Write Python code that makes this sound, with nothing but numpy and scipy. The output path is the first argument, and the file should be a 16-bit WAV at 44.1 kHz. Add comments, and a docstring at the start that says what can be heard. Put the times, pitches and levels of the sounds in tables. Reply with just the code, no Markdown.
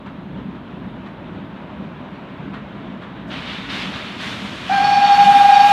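"""A steam locomotive comes nearer along a wooded valley. First it rumbles, throbs and clanks faintly about
twice a second. From 3.3 s its cylinders let out five puffs of steam over a growing leak. At 4.7 s a steam
jet strikes the whistle's bell (its hollow tube) and blows one long, breathy blast that lasts to the end.
The hillsides echo the moving whistle at a lower pitch (the Doppler effect), so the tone beats, or pulses."""
import sys
import numpy as np
from scipy import signal
from scipy.fft import rfft, irfft, next_fast_len
from scipy.io import wavfile
from scipy.ndimage import uniform_filter1d, minimum_filter1d, map_coordinates

SR = 44100
rng = np.random.default_rng(int(sys.argv[2]) if len(sys.argv) > 2 else 0)


def unload_audio(sound):
    """Save the sound as a 16-bit wav file, at the path given as the first command line argument."""
    columns = np.transpose(np.atleast_2d(sound))
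    # keep every value between -1 and 1, then stretch to whole-number steps
    steps = np.round(np.clip(columns, -1, 1) * 32767)
    wavfile.write(sys.argv[1], SR, steps.astype(np.int16))


N = 252252

# How strong each noise is from low to high pitch: f/Hz, relative level/dB
AIR_SPECTRUM = [(3000, 0), (17000, -2)]  # outdoor hiss
RUMBLE_SPECTRUM = [(15, -59), (25, -45), (52, -11.5), (86, -11), (145, -5), (188, -1), (226, -4.5),
                   (265, -2.5), (319, -10), (480, -22), (620, -33), (1060, -120)]  # the running train
ROLLING_SPECTRUM = [(200, -14), (350, 1), (450, -4), (620, 0.5), (760, -4), (980, -1.5), (1150, -5.5),
                    (1500, -7), (2000, -12), (3000, -15), (3750, -19), (4300, -28), (5000, -36),
                    (9000, -53)]  # rolling wheels
CLANK_SPECTRUM = [(300, -18), (1050, 8), (1700, 3.5), (2600, -4), (3900, -11), (5000, -27), (7500, -35),
                  (12000, -50)]  # clanking metal
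GUSH_SPECTRUM = [(400, -10.5), (650, -6.5), (1300, -1.5), (2200, -1), (2900, 0), (3700, -1.5), (4300, -8),
                 (5000, -14), (6000, -23), (8000, -55)]  # steam from the cylinders
HISS_SPECTRUM = [(3000, -10), (4200, 7.5), (5000, 4.5), (6500, 1), (8000, -4.5), (10000, -10),
                 (12500, -16.5), (15700, -28)]  # the thin top of that steam
JET_SPECTRUM = [(400, -19.5), (620, -13), (1050, 2.5), (1350, 2), (2150, -2.5), (2850, -1), (3400, -2),
                (3750, -4.5), (4150, -9), (4800, -12.5), (6000, -16.5), (8000, -29), (15000, -46)]  # the whistle's steam jet
FIZZ_SPECTRUM = [(4000, -18), (6500, -1.5), (9000, -5.5), (12500, -11), (14500, -18), (17000, -33)]  # the fizz on top of the jet
BREATH_SPECTRUM = [(600, -24), (700, -10.5), (755, -2.5), (825, -4.5), (860, -6), (930, -26.5)]  # breathy noise around the whistle's note

# The exhaust throbs about once a wheel turn: t/s, added level/dB
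EXHAUST_THROBS = [(0.4, 5.5), (0.87, 2.5), (1.36, 5), (1.85, 3.5), (2.44, 4), (2.83, 2), (3.3, 3),
                  (3.85, 5), (4.3, 3.5), (4.84, 3.5), (5.28, 4)]
# The moving parts clank once a wheel turn: t/s, relative peak level/dB
GEAR_CLANKS = [(0.066, -36.5), (0.555, -43.5), (1.066, -37), (1.565, -43), (2.05, -47), (2.542, -32.5),
               (3.025, -35)]
# Puffs from the cylinders: start t/s, hold t/s, relative gush level/dB, relative hiss level/dB
STEAM_PUFFS = [(3.289, 0.09, -33, -60), (3.435, 0.11, -32.5, -59), (3.674, 0.14, -28.5, -51),
               (3.916, 0.047, -32, -62), (4.177, 0.12, -31.5, -49)]
# How loud the jet fizzes: t/s, level/dB
JET_FIZZ = [(4.71, -53), (4.87, -54), (5.06, -54), (5.27, -44.5), (5.47, -46.5), (5.62, -47), (5.7, -41.5)]
# The shrill note of the bell when it is blown too hard: t/s, f/Hz, level/dB
SHRILL_NOTE = [(4.72, 4370, -40.5), (4.82, 4350, -45), (4.855, 4456, -29.5), (4.892, 4435, -39),
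               (4.935, 4462, -33.5), (5.15, 4458, -36), (5.5, 4450, -45.5), (5.553, 4580, -32.5),
               (5.588, 4470, -46.5), (5.615, 4520, -31.5), (5.66, 4500, -42)]
# The bell's high notes: pitch as a multiple of the shrill note, jitter f/Hz, added level/dB
HIGH_NOTES = [(0.999, 26.15, 1.5), (1.183, 25.8, -7.5), (1.272, 40, -16)]
# The hillside echo: t/s, Doppler drop f/Hz, level/dB compared with the direct tone
HILL_ECHO = [(4.69, 36.8, -16), (4.9, 24, -8.5), (5.07, 12.3, -5), (5.14, 11, -6), (5.3, 11.8, -3.5),
             (5.42, 22.5, -8), (5.51, 27, -3.5), (5.59, 28, -3.5), (5.72, 7, -13)]
# The whistle's note, sliding up as the valve opens: t/s, f/Hz
WHISTLE_PITCH = [(4.69, 722), (4.73, 802), (4.795, 792), (4.85, 818), (4.9, 809), (5.26, 810), (5.45, 808),
                 (5.55, 814.5), (5.72, 815)]

WHISTLE_START_S = 4.691


def amp(db):
    """Turn decibels into a number to multiply by."""
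    return 10 ** (np.asarray(db) / 20)


def unit(x):
    """Scale a signal to an average strength (rms) of 1."""
    return x / np.sqrt(np.mean(np.abs(x) ** 2) + 1e-20)


def clock():
    """The time of every sample, in seconds."""
    return np.arange(N) / SR


def curves(rows):
    """Draw a line through each table column after the time, one value per sample."""
    times, *columns = np.transpose(rows)
    return [np.interp(clock(), times, column) for column in columns]


def opening(start_s, rise_s):
    """A smooth rise from 0 to 1, like a valve opening."""
    return np.sin(np.pi / 2 * np.clip((clock() - start_s) / rise_s, 0, 1)) ** 2


def hump(centre_s, width_s):
    """A smooth swell from 0 to 1 and back."""
    return np.exp(-.5 * ((clock() - centre_s) / width_s) ** 2)


def wobble(rate):
    """A smooth curve through `rate` random values a second."""
    return unit(map_coordinates(rng.standard_normal(8192), [clock() * rate + 2], mode="wrap"))


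def phase(hz):
    """The angle a wave has turned through as its pitch moves."""
    return 2 * np.pi * np.cumsum(hz) / SR


def filtered(x, response):
    """Turn each frequency up or down by response(hz)."""
    size = next_fast_len(N + SR // 2)
    return irfft(rfft(x, size) * response(np.fft.rfftfreq(size, 1 / SR)), size)[:N]


def tilted(x, treble_db, corner_hz):
    """Make a sound brighter or duller above corner_hz."""
    treble = filtered(x, lambda hz: hz ** 8 / (hz ** 8 + corner_hz ** 8.))
    return x + treble * (amp(treble_db) - 1)


def gain_at(spectrum, hz):
    """Look up how strong a frequency is in a spectrum table."""
    table_hz, db = np.transpose(spectrum)
    return amp(np.interp(np.log(hz + 1), np.log(table_hz), db, left=-120, right=-120))


def rush(spectrum, patchy_db):
    """Rushing noise of strength 1, with louder and softer patches like swirling air."""
    grid = signal.stft(rng.standard_normal(N), nperseg=512)[2]  # noise split up by pitch and time
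    patches = uniform_filter1d(rng.standard_normal(grid.shape), size=6, axis=0)
    patches = unit(uniform_filter1d(patches, size=10, axis=1))
    noise = signal.istft(grid * amp(patchy_db * patches), nperseg=512)[1][:N]
    return unit(filtered(noise, lambda hz: gain_at(spectrum, hz)))


def fuzzy_tone(hz, width_hz):
    """A blurred note rung by swirling air: a narrow band of noise around one pitch."""
    angle = phase(hz)
    return wobble(width_hz) * np.cos(angle) + wobble(width_hz) * np.sin(angle)


def outdoors(hiss_db=-78):
    """A faint, even hiss lies under everything."""
    return amp(hiss_db) * rush(AIR_SPECTRUM, patchy_db=2)


def throb(lag_s, width_s):
    """How many dB each beat of the exhaust adds."""
    return sum(db * hump(s + lag_s, width_s) for s, db in EXHAUST_THROBS)


def rumble(body_db=-35.5, drone_db=-42.5, drone_hz=196, waver_db=0.47):
    """The running train rumbles and drones, swelling with every throb of the exhaust."""
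    swell_db = throb(lag_s=0, width_s=0.088) + waver_db * wobble(9)
    drone = amp(drone_db) * fuzzy_tone(np.full(N, drone_hz), width_hz=22)
    body = amp(body_db) * rush(RUMBLE_SPECTRUM, patchy_db=0)
    return amp(swell_db) * (body + drone)


def wheels(roll_db=-40, grows_db_per_s=0.72, brightens_db_per_s=0.67, rattle_db=0.5):
    """Rolling wheels get louder and brighter as they come nearer, with a soft chuff at each throb."""
    nearing_s = np.minimum(clock(), 3.3) - 1.5  # the growth stops at 3.3 s
    chuff_db = 0.4 * throb(lag_s=0.007, width_s=0.03)
    level_db = roll_db + grows_db_per_s * nearing_s + rattle_db * wobble(18) + chuff_db
    rolling = rush(ROLLING_SPECTRUM, patchy_db=1)
    return amp(level_db) * tilted(rolling, brightens_db_per_s * nearing_s, corner_hz=1300)


def clanks(gain_db=-0.5, rise_s=0.015, ring_s=0.26):
    """The moving parts knock once a wheel turn; each knock fades by 60 dB in ring_s."""
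    knocks = sum(amp(db - 60 * np.abs(clock() - s) / ring_s) * opening(s - rise_s, rise_s)
                 for s, db in GEAR_CLANKS)
    return amp(gain_db) * knocks * rush(CLANK_SPECTRUM, patchy_db=-1.3)


def puff(start_s, hold_s, rise_s, fall_db_per_s):
    """The loudness of one puff: it rises, holds and dies away."""
    return opening(start_s, rise_s) * amp(-fall_db_per_s * np.maximum(clock() - start_s - hold_s, 0))


def cylinder_steam(leak_db_per_s=4, hiss_db_per_s=8.5, hiss_gain_db=4, sputter_db=0.34):
    """The cylinders' drain taps open: a thin hiss, then gushing puffs over a growing leak."""
    leaking_s = np.minimum(clock(), WHISTLE_START_S) - STEAM_PUFFS[0][0]
    gush_power = amp(-38.5 + leak_db_per_s * leaking_s) ** 2
    hiss_power = amp(-64 + hiss_db_per_s * leaking_s) ** 2
    for start_s, hold_s, gush_db, hiss_db in STEAM_PUFFS:
        gush_power += (amp(gush_db) * puff(start_s, hold_s, rise_s=0.03, fall_db_per_s=66)) ** 2
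        hiss_power += (amp(hiss_db) * puff(start_s, hold_s, rise_s=0.05, fall_db_per_s=42.5)) ** 2
    flow_db = 10 * np.log10(gush_power)
    treble_db = 0.99 * (flow_db + 27.5)  # more steam sounds brighter
    gush = tilted(rush(GUSH_SPECTRUM, patchy_db=0.97), treble_db, corner_hz=4300)
    gush *= amp(flow_db) * opening(3.295, 0.012)
    hiss = amp(hiss_gain_db) * np.sqrt(hiss_power) * opening(3.26, 0.03) * rush(HISS_SPECTRUM, 0)
    return amp(-sputter_db * wobble(20)) * (gush + hiss)


def pressure(build_s=0.67):
    """Steam pressure in the whistle: 0 as it starts to sound, 1 at full blast."""
    return opening(WHISTLE_START_S, build_s)


def bell_note(hz, jitter_hz):
    """One high note of the whistle's bell: a shaky pitch wrapped in noise."""
    note = np.sqrt(2) * np.sin(phase(hz + jitter_hz * wobble(180)))
    return unit(note + amp(-1) * fuzzy_tone(hz, width_hz=190))


def whistle_steam(full_db=-24, swell_db=3.5, sputter_db=2, hoarse_ratio=0.826):
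    """The jet roars across the bell's edge, louder with pressure, and sets its high notes ringing."""
    jet_db = full_db + swell_db * (pressure() - 1)
    fizz_db, = curves(JET_FIZZ)
    shrill_hz, shrill_db = curves(SHRILL_NOTE)
    roar = amp(jet_db) * opening(4.655, 0.067) * rush(JET_SPECTRUM, patchy_db=1)
    fizz = amp(fizz_db) * opening(4.66, 0.12) * rush(FIZZ_SPECTRUM, patchy_db=2)
    notes = sum(amp(db) * bell_note(ratio * shrill_hz, jitter) for ratio, jitter, db in HIGH_NOTES)
    shrill = amp(shrill_db + sputter_db * wobble(30)) * opening(4.7, 0.04) * notes
    # a lower, hoarse note builds up slowly with the pressure
    hoarse_gain = amp(jet_db - 12 + sputter_db * wobble(20)) * opening(4.79, 0.28)
    hoarse = hoarse_gain * bell_note(hoarse_ratio * shrill_hz, jitter_hz=22)
    return roar + fizz + shrill + hoarse


def whistle_tone(full_db=-9.3, swell_db=7, flutter_hz=1.74, second_db=-28, third_db=-32,
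                 jitter_hz=4.5, far_drop_hz=42, breath_db=-28):
    """The bell's note swells with pressure and beats against its lower echoes from the hillsides."""
    pitch_hz, = curves(WHISTLE_PITCH)
    drop_hz, echo_db = curves(HILL_ECHO)
    below_full = pressure() - 1
    direct = phase(pitch_hz + flutter_hz * wobble(60))
    lag = phase(drop_hz * (clock() > WHISTLE_START_S))  # how far the echo's wave falls behind
    tone = amp(full_db + swell_db * below_full) * (np.sin(direct) + amp(echo_db) * np.sin(direct - lag))
    # overtones at 2 and 3 times the pitch; the lower one flares while the note settles
    flare_db = 7 * hump(4.772, 0.025)
    for multiple, db in [(2, second_db + flare_db), (3, third_db)]:
        angle = multiple * direct + phase(jitter_hz * wobble(150))
        with_echo = np.sin(angle) + amp(echo_db - 7) * np.sin(angle - multiple * lag)
        flicker_db = (multiple - 1) * 1.62 * wobble(35)
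        fade_in = opening(WHISTLE_START_S, rise_s=(multiple - 1) * 0.023)
        tone += fade_in * amp(db + 2 * below_full + flicker_db) * with_echo
    # another slope answers lower still: a fast beat that roughens the start of the blast
    far_lag = phase(far_drop_hz + 7 * wobble(14))
    far_echo = opening(WHISTLE_START_S, 0.16) * amp(-20.5 - 9 * pressure()) * np.sin(direct - far_lag)
    # swirling steam rings the bell around its note and makes it breathy
    breath = amp(breath_db) * rush(BREATH_SPECTRUM, patchy_db=2)
    valve = opening(WHISTLE_START_S, 0.011)
    return valve * (np.sqrt(2) * (tone + far_echo) + breath)


def scene():
    """All the sounds add up at one spot beside the track."""
    background = outdoors() + rumble() + wheels() + clanks()
    return (background + cylinder_steam() + whistle_tone() + whistle_steam())[None]


def record(dry, peak_limit=0.93, top_hz=15700):
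    """The level dips smoothly around the loudest peaks, and the very highest treble is cut off."""
    needed_gain = np.minimum(1, peak_limit / (np.abs(dry) + 1e-9))
    smooth_gain = uniform_filter1d(minimum_filter1d(needed_gain, size=441), size=441)  # 10 ms each
    return np.array([filtered(channel, lambda hz: hz < top_hz) for channel in dry * smooth_gain])


dry = scene()
out = record(dry)
unload_audio(out)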